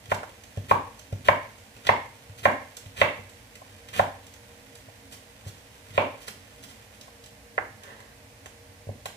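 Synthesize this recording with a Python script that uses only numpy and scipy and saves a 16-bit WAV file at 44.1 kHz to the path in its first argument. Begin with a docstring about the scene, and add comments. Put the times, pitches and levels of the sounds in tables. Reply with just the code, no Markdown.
"""A large knife chops cabbage on a wooden board in a home kitchen, quickly at first, then more slowly, and is laid down.
Each stroke drives resonances of board and bench with a short force pulse; most follow a dull landing on the leaves.
Bursts of random clicks make the leaves crunch, snap and crackle; filtered noise makes the appliance's hum and rumble.
Echoes and decaying noise form the kitchen. The left microphone port is nearer, but duller."""
import sys
import numpy as np
from scipy import signal
from scipy.fft import rfft, irfft
from scipy.io import wavfile
from scipy.ndimage import uniform_filter1d

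SR = 44100
rng = np.random.default_rng(int(sys.argv[2]) if len(sys.argv) > 2 else 0)


def store_pcm(level_fs):
    """Save levels as 16-bit WAV."""
    pcm = np.round(np.clip(level_fs, -1, 1) * 32767).astype(np.int16)
    wavfile.write(sys.argv[1], SR, np.atleast_2d(pcm).T)


N = 403956
TIME = np.arange(N) / SR

# strokes through the cabbage, timed where the blade meets the board:
# start_s, level_db, contact_cutoff_hz, board_flex_db, blade_clack_db, room_db, cutting_s, crunch_db
STROKES = [(0.1168, -12.5, 2490, -1.5, 5, -7.5, 0.021, -39.5), (0.7114, -5.5, 2600, 0, 1, -6, .028, -37.5),
           (1.2851, -3, 3290, -3.5, 6, -6.5, 0.04, -39), (1.89, -4.5, 2860, 1, 9, -5.5, 0.054, -44.5),
           (2.4539, -6, 3030, 1, 9, -3.5, .025, -38), (3.015, -3.5, 3640, -1, 12, -4, .054, -39),
           (3.9938, -7.5, 2920, 1, 2.5, -7, .066, -37), (5.9778, -9, 3380, 3, 7, -1.5, 0.052, -47)]
# resonances of the board under the edge: pitch_hz, width_hz, level_db
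BOARD_MODES = [(228, 52, -14), (370, 23, -49), (508, 220, -10), (596, 128, -0.5), (796, 88, 3.5),
               (919, 101, 4), (1075, 75, 6), (1310, 880, -11.5), (1660, 490, -3.5), (2197, 333, -7),
               (2384, 590, -17.5), (2700, 400, -20.5), (3850, 190, -25), (3960, 2500, -26.5)]
# resonances of the knife lying flat: pitch_hz, width_hz, level_db
KNIFE_MODES = [(515, 132, 1), (793, 144, 9), (950, 510, 8), (1370, 190, 3), (1664, 190, 10),
               (2090, 165, 8.5), (2780, 450, 1.5), (4300, 550, 5.5)]
# knife or hand comes down on the cabbage, mostly to line up a stroke: start_s, bench_thump_db, leaf_snap_db
CABBAGE_LANDINGS = [(.055, -53, -34), (.571, -22.5, -34), (1.1239, -22, -32.5), (1.763, -47, -37),
                    (2.293, -36, -41), (2.858, -35, -37), (3.8848, -49, -29.5), (5.462, -29, -48),
                    (5.904, -40, -37)]
# the flat of the knife slaps or settles on the board: start_s, level_db, contact_cutoff_hz, leaf_snap_db
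FLAT_SLAPS = [(.2305, -26, 1550, -36), (6.280, -27.5, 4500, -20), (7.5788, -10, 2280, -42),
              (8.002, -38.5, 2500, -39), (8.458, -33.5, 2980, -30), (9.056, -34, 5000, -18)]


def from_db(db):
    """Logarithmic level: 20 dB is a factor of ten in amplitude."""
    return 10 ** (np.asarray(db) / 20)


def rms_one(x):
    """Energy normalisation: scale to rms 1."""
    return x / np.sqrt(np.mean(x ** 2) + 1e-20)


def peak_one(x):
    """Peak normalisation: scale to peak 1."""
    return x / np.abs(x).max()


def at_hz(points, hz):
    """Logarithmic pitch scale: interpolate a table along log frequency."""
    known_hz, values = np.transpose(points)
    return np.interp(np.log(hz + 1), np.log(known_hz), values)


def add(track, s, sound):
    """Superposition: sum a sound into the track from a given second."""
    at = round(s * SR)
    track[..., at:at + sound.shape[-1]] += sound[..., :N - at]


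def coloured(x, spectrum, size=4096):
    """Minimum-phase filtering: folding the cepstrum makes the response causal for a given spectrum."""
    log_gain = np.log(from_db(at_hz(spectrum, np.fft.rfftfreq(size, 1 / SR))))
    cepstrum = irfft(log_gain)
    cepstrum[1:size // 2] *= 2
    cepstrum[size // 2 + 1:] = 0
    response = irfft(np.exp(rfft(cepstrum)))
    return signal.oaconvolve(x, response)[:len(x)]


def resonate(x, modes):
    """Modal superposition: parallel damped resonances whose neighbours swing in opposite senses."""
    out = 0
    for hz, width, db in modes:
        r = np.exp(-np.pi * width / SR)   # pole radius: a wider resonance dies sooner
        poles = [1, -2 * r * np.cos(2 * np.pi * hz / SR), r * r]
        gain = from_db(db) * (1 - r * r) / 2
        out = gain * signal.lfilter([1, 0, -1], poles, x + 1e-18) - out
    return out


def chops(vary_db=1.28, detune=0.02):
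    """Mode excitation: where and how flat the edge lands mixes flex and clack; returns knocks, room feed, bench."""
    # bench thud: level of a 0 dB chop; dB gained per dB of stroke level, lost per dB of clack
    thud_db, thud_follows, thud_per_clack = -22, 0.46, 0.29
    direct, to_room, bench = np.zeros((3, N))
    for s, level_db, cut_hz, flex_db, clack_db, room_db, _, _ in STROKES:
        weights = [(620, flex_db), (900, 0), (1150, 0), (2000, clack_db)]
        modes = []
        for hz, width, db in BOARD_MODES:
            mode_hz = hz * (1 + rng.normal(0, detune))
            mode_db = db + at_hz(weights, hz) + rng.normal(0, vary_db)
            modes.append((mode_hz, width, mode_db))
        knock = from_db(level_db) * struck(edge(cut_hz), modes)
        add(direct, s, knock)
        add(to_room, s, from_db(room_db) * knock)
        bench_db = thud_db + thud_follows * level_db - thud_per_clack * clack_db
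        add(bench, s, from_db(bench_db) * thud(soft_hz=167))
    return direct, to_room, bench


def edge(cut_hz, seat_s=0.0039, seat_db=-13, count=4):
    """Multiple impact: the curved edge seats itself in a few further touches right after the first."""
    touches = signal.unit_impulse(SR // 20)
    for when, size in rng.random((count, 2)):
        touches[int(when * seat_s * SR) + 1] += from_db(seat_db) * (2 * size - 1)
    return signal.oaconvolve(contact(cut_hz, order=4), touches)


def contact(cut_hz, order=3):
    """Contact stiffness: the softer the contact, the lower the cut-off of the force pulse."""
    lowpass = signal.butter(order, min(cut_hz, SR / 3), fs=SR, output="sos")
    return signal.sosfilt(lowpass, signal.unit_impulse(SR // 3) + 1e-18)


def struck(force, modes, crack_db=-3):
    """Impact response: a body's ring joined by the short woody crack of the contact itself; peak 1."""
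    crack = resonate(force, [(1180, 1120, 0)])
    return peak_one(peak_one(resonate(force, modes)) + from_db(crack_db) * peak_one(crack))


def thud(soft_hz):
    """Low-mode response: the bench gives way under a blow and swings a few times; peak 1."""
    # resonances of the bench under the board: pitch_hz, width_hz, level_db
    bench_modes = [(100.3, 21.4, -2), (145, 16, -26), (253, 21, -27)]
    return peak_one(resonate(contact(soft_hz, order=5), bench_modes))


def cabbage(landing_juicy_db=4.5):
    """Brittle fracture: leaves snap under the knife, crunch on its way to the board and rustle in the hand."""
    # thick ribs snap: start_s, level_db, low_crackle_db
    rib_snaps = [(.142, -24.5, -11), (1.867, -15.5, 9), (2.7666, -23.5, -8), (3.5527, -31.5, 1),
                 (4.2656, -34, -10), (4.752, -31, -10), (7.01, -31, -12), (7.238, -33.5, -9),
                 (7.833, -31.5, 1.5)]
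    # the hand shifts the leaves: start_s, length_s, level_db
    leaf_shifts = [(2.376, 0.019, -43), (5.11, 0.036, -45.5), (5.452, 0.038, -47), (6.202, 0.032, -47),
                   (6.268, 0.022, -42), (6.622, 0.025, -45), (6.678, 0.033, -49.5)]
    crunch_juicy_db, rustle_juicy_db, slap_juicy_db = 4.5, -4, -0.5   # low crackle
    overrun_s = 0.0045   # the last leaves part just after the knock
    out = np.zeros(N)
    for s, *_, cutting_s, db in STROKES:
        add(out, s - cutting_s, from_db(db) * crunch(cutting_s + overrun_s, crunch_juicy_db))
    for s, length_s, db in leaf_shifts:
        add(out, s, from_db(db) * crunch(length_s, rustle_juicy_db))
    for s, _, db in CABBAGE_LANDINGS:
        add(out, s, from_db(db) * snap(landing_juicy_db))
    for s, *_, db in FLAT_SLAPS:
        add(out, s, from_db(db) * snap(slap_juicy_db))
    for s, db, juicy_db in rib_snaps:
        add(out, s, from_db(db) * snap(juicy_db))
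    return out


def crunch(length_s, juicy_db, swell=0.41, release_s=0.0075, clump_db=2.0):
    """Progressive fracture: crackle swells in clumps as the leaves are pressed, and stops quickly."""
    t = np.arange(SR // 8) / SR
    release = np.exp(-np.maximum(t - length_s, 0) / release_s)
    bite = np.minimum(t / length_s, 1) ** swell * release
    unevenness = rms_one(uniform_filter1d(rng.standard_normal(len(t)), size=200))
    layers = from_db(clump_db * unevenness)   # leaf after leaf gives way
    return leaf(bite * layers * grains(t, per_s=3000, spread_db=1.9), juicy_db)


def snap(juicy_db, decay_s=0.0043, rise_s=0.0024):
    """Sudden fracture: one rib breaks in a brief burst of cells; peak 1."""
    t = np.arange(SR // 8) / SR
    burst = grains(t, per_s=14000, spread_db=2.5) * np.exp(-t / decay_s) * (1 - np.exp(-t / rise_s))
    rib_mode = (rng.uniform(5100, 8400), 1500, -2)   # every rib has a pitch of its own
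    burst = burst + resonate(burst, [rib_mode])
    return peak_one(leaf(burst, juicy_db))


def grains(t, per_s, spread_db):
    """Random impulse process: bursting cells click at random moments with uneven sizes; rms 1."""
    size_db = spread_db * np.minimum(rng.exponential(1, len(t)), 4)
    sizes = from_db(size_db) * rng.choice([-1, 1], len(t))
    return rms_one(sizes * (rng.random(len(t)) < per_s / SR))


def leaf(clicks, juicy_db):
    """Spectral shaping by thickness: thin leaves sound crisp, thick ribs add a lower crackle."""
    # spectrum of thin leaves: pitch_hz, level_db
    crisp = [(300, -39.5), (1500, -7), (3000, 6.5), (6000, 5), (9000, 3.5), (16000, 1)]
    # spectrum of thick ribs: pitch_hz, level_db
    juicy = [(150, -9), (600, -12), (1200, -7.5), (2100, 0), (3400, -1), (6000, -12.5), (16000, -37)]
    return coloured(clicks, crisp) + from_db(juicy_db + 8.5) * coloured(clicks, juicy)


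def thumps():
    """Soft impact: landings, taps and pushes excite mostly the lowest modes; returns board and bench."""
    # light taps on bare wood: start_s, level_db, contact_cutoff_hz
    wood_taps = [(3.186, -40.5, 494), (3.615, -39, 1080), (4.883, -45, 750), (7.077, -43, 1300),
                 (8.868, -42.5, 400), (8.888, -32.5, 480), (9.055, -30.5, 1230)]
    # the softer the tap, the more it moves the bench: contact_cutoff_hz, thump_over_knock_db
    tap_thump = [(400, 10.5), (500, 0.5), (1200, -10)]
    # knock through the leaves: cut-off, level under a 0 dB thump, dB per dB of thump
    landing_cut_hz, landing_knock_db, landing_growth = 447, 5, 1.74
    push_lead_s, push_db = 0.0331, -38.5   # the blade's push rocks the bench shortly before each knock
    board, bench = np.zeros((2, N))
    swing = thud(soft_hz=146)
    blows = []
    for s, thump_db, _ in CABBAGE_LANDINGS:
        blows.append((s, thump_db, landing_knock_db + landing_growth * thump_db, landing_cut_hz))
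    for s, knock_db, cut_hz in wood_taps:
        blows.append((s, knock_db + at_hz(tap_thump, cut_hz), knock_db, cut_hz))
    for s, thump_db, knock_db, cut_hz in blows:
        knock = peak_one(resonate(contact(cut_hz, order=5), BOARD_MODES))
        add(board, s, from_db(knock_db) * knock)
        add(bench, s, from_db(thump_db) * swing)
    for s, *_ in STROKES:
        add(bench, s - push_lead_s, from_db(push_db) * swing)
    return board, bench


def slaps():
    """Plate impact: the side of the blade claps on the wood, exciting the knife's own modes, and bounces once."""
    bounce_s, bounce_db = 0.0064, -9.5
    out = np.zeros(N)
    for s, level_db, cut_hz, _ in FLAT_SLAPS:
        clap = from_db(level_db) * struck(contact(cut_hz, order=6), KNIFE_MODES)
        add(out, s, clap)
        add(out, s + bounce_s, from_db(bounce_db) * clap)
    return out


def slide(damping=1.6, dull_hz=2600):
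    """Friction noise: the flat blade is pushed a little way over the board, which damps its ring, and stops."""
    start_s, attack_s, fade_db_per_s, level_db = 7.79, 0.11, 77, -50
    t = TIME - start_s
    fade = from_db(-fade_db_per_s * np.maximum(t - attack_s, 0))
    speed = np.clip(t / attack_s, 0, 1) * fade
    rubbing = signal.oaconvolve(rng.standard_normal(N), contact(dull_hz))[:N]
    damped_modes = [(hz, damping * width, db) for hz, width, db in KNIFE_MODES]
    return from_db(level_db) * speed * rms_one(resonate(rubbing, damped_modes))


def loose_leaves(crackle_db=-62, count=14):
    """Random relaxation: the heap crackles, with stray snaps while handled, and calms as it is let go."""
    handling_ends_s, fade_s, resting_share = 7.5, 0.64, 0.31   # left alone, the leaves crackle less
    stray_db, stray_spread_db, stray_juicy_db = -36, 6, -5   # small ribs that give way at random
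    activity = np.interp(TIME, [handling_ends_s - fade_s, handling_ends_s], [1, resting_share])
    crackle = leaf(grains(TIME, per_s=170, spread_db=2.0), juicy_db=1.5)
    out = from_db(crackle_db) * activity * crackle
    for k, (when, size) in enumerate(rng.random((count, 2))):
        s = (k + when) / count * handling_ends_s
        snap_db = stray_db + stray_spread_db * (2 * size - 1)
        add(out, s, from_db(snap_db) * snap(stray_juicy_db))
    return out


def near_paths(scatter_db=-12, scatter_s=0.0007, dull_hz=3000, size=1024):
    """Propagation delay: direct sound is later at the right port; clutter scatter and duller echoes follow."""
    # echoes off worktop, cupboards and wall, each from its own side: delay_ms, right_later_ms, left_db, right_db
    echoes = [(1.95, 0.12, -10.5, -1.5), (4.9, 0.062, -9, -6), (7.55, -0.11, -5, -8)]
    right_lag_ms = 0.54
    hz, t = np.fft.rfftfreq(size, 1 / SR), np.arange(size) / SR
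    per_ms = -2j * np.pi * hz / 10 ** 3   # phase turn of one millisecond's delay
    clutter = rng.standard_normal((2, size)) * t * np.exp(-2 * t / scatter_s)
    clutter = rms_one(clutter) / np.sqrt(size)
    paths = np.exp(per_ms * [[0], [right_lag_ms]]) + from_db(scatter_db) * rfft(clutter)
    for ms, later_ms, left_db, right_db in echoes:
        delays = np.exp(per_ms * [[ms], [ms + later_ms]])
        paths += from_db([[left_db], [right_db]]) * delays / (1 + 1j * hz / dull_hz)
    return irfft(paths)


def room_tail(build_s=0.0096, size=32768):
    """Diffuse-field decay: kitchen reverberation dies band by band; both ports share its bass."""
    # colour of the reverberation: pitch_hz, level_db
    room_colour = [(80, -11), (170, 0), (245, 7.5), (400, 1.5), (620, -5), (1050, -3), (2100, -4.5),
                   (3100, -6), (8000, -2), (15000, -4.5)]
    # time to fall by 60 dB: pitch_hz, decay_s
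    decay_times = [(100, 0.39), (250, 0.33), (600, 0.41), (1100, 0.35), (2100, 0.44), (3200, 0.42),
                   (14000, 0.25)]
    t, hz = np.arange(size) / SR, np.fft.rfftfreq(size, 1 / SR)
    mid, side = np.exp(2j * np.pi * rng.random((2, len(hz))))
    alike = 1 / (1 + (hz / 800) ** 3)   # likeness of the two ports
    noise = np.sqrt(1 + alike) * mid + np.sqrt(1 - alike) * side * [[1], [-1]]
    centres, tail = [row[0] for row in decay_times], 0
    for (_, t60), weights in zip(decay_times, np.eye(len(centres))):
        band = irfft(noise * at_hz(list(zip(centres, weights)), hz))
        tail = tail + band * from_db(-60 * t / t60)
    tail = tail * (1 - np.exp(-(t / build_s) ** 2))   # gradual onset
    return np.array([coloured(rms_one(port), room_colour) for port in tail]) / np.sqrt(size)


def background(rumble_db=-56, hiss_db=-53, hum_width_hz=9.6):
    """Filtered noise: an appliance's rumble and wavering narrow-band hum, with an airy hiss unlike at each port."""
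    # appliance rumble: pitch_hz, level_db
    rumble_spectrum = [(20, -37), (35, -12), (55, 2), (78, -1), (100, 7), (120, 0.5), (150, -9.5),
                       (260, -22), (400, -26), (560, -13), (900, -29), (2000, -54)]
    # airy hiss: pitch_hz, level_db
    hiss_spectrum = [(40, -5), (160, -18), (260, 2.5), (370, -1.5), (500, -7.5), (800, 6.5), (1300, -1.5),
                     (2000, 9.5), (3200, -1), (4500, 0.5), (9000, 2.5), (15000, -3.5)]
    # appliance hum: pitch_hz, level_db
    hum_tones = [(97, -76), (219, -71), (267, -71), (473, -67.5), (608, -74)]
    white = rng.standard_normal((4, N))
    rumble = from_db(rumble_db) * rms_one(coloured(white[0], rumble_spectrum))
    hum = sum(from_db(db) * rms_one(resonate(white[1], [(hz, hum_width_hz, 0)])) for hz, db in hum_tones)
    hiss = np.array([coloured(port, hiss_spectrum) for port in white[2:]])
    return rumble + hum + from_db(hiss_db) * rms_one(hiss)


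def scene(room_db=5.0, leaf_room_db=-4.5, tap_room_db=-8.0, chop_boom_db=-3.0, thump_boom_db=-8.5):
    """Direct and reverberant fields: board sounds reach the ports by both; the bench booms alike in both ports."""
    knocks, knocks_to_room, hard_thuds = chops()
    soft_knocks, soft_thuds = thumps()
    leaves = cabbage() + loose_leaves()
    taps = soft_knocks + slaps() + slide()
    to_room = knocks_to_room + from_db(leaf_room_db) * leaves + from_db(tap_room_db) * taps
    to_room += from_db(chop_boom_db) * hard_thuds + from_db(thump_boom_db) * soft_thuds
    near = signal.oaconvolve((knocks + leaves + taps)[None], near_paths(), axes=1)[:, :N]
    far = signal.oaconvolve(to_room[None], room_tail(), axes=1)[:, :N]
    return near + hard_thuds + soft_thuds + from_db(room_db) * far + background()


def record(dry, low_cut_hz=38, top_cut_hz=15300):
    """Band limiting and soft saturation: coloured ports lose the deepest bass, high peaks are rounded, the top is cut."""
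    # colour of the left microphone port: pitch_hz, level_db
    left_port = [(120, 0), (250, 3.5), (400, 8), (620, 2.5), (1100, 5.5), (1550, 0.5), (2000, -6.5),
                 (3000, 2), (4500, -0.5), (6500, -5), (8500, -19), (10500, -19), (13000, -7.5),
                 (16000, -36)]
    # colour of the right microphone port: pitch_hz, level_db
    right_port = [(120, 0), (250, 8.5), (400, 4), (620, 7.5), (1150, 0.5), (1550, 4.5), (2000, 0.5),
                  (3000, 3.5), (4500, 0.5), (16000, -3)]
    ports = np.array([coloured(dry[0], left_port), coloured(dry[1], right_port)])
    ports = signal.sosfilt(signal.butter(2, low_cut_hz, "high", fs=SR, output="sos"), ports)
    rounded = ports / (1 + ports ** 4) ** (1 / 4)
    return signal.sosfilt(signal.ellip(10, .2, 80, top_cut_hz, fs=SR, output="sos"), rounded)


dry = scene()
out = record(dry)
store_pcm(out)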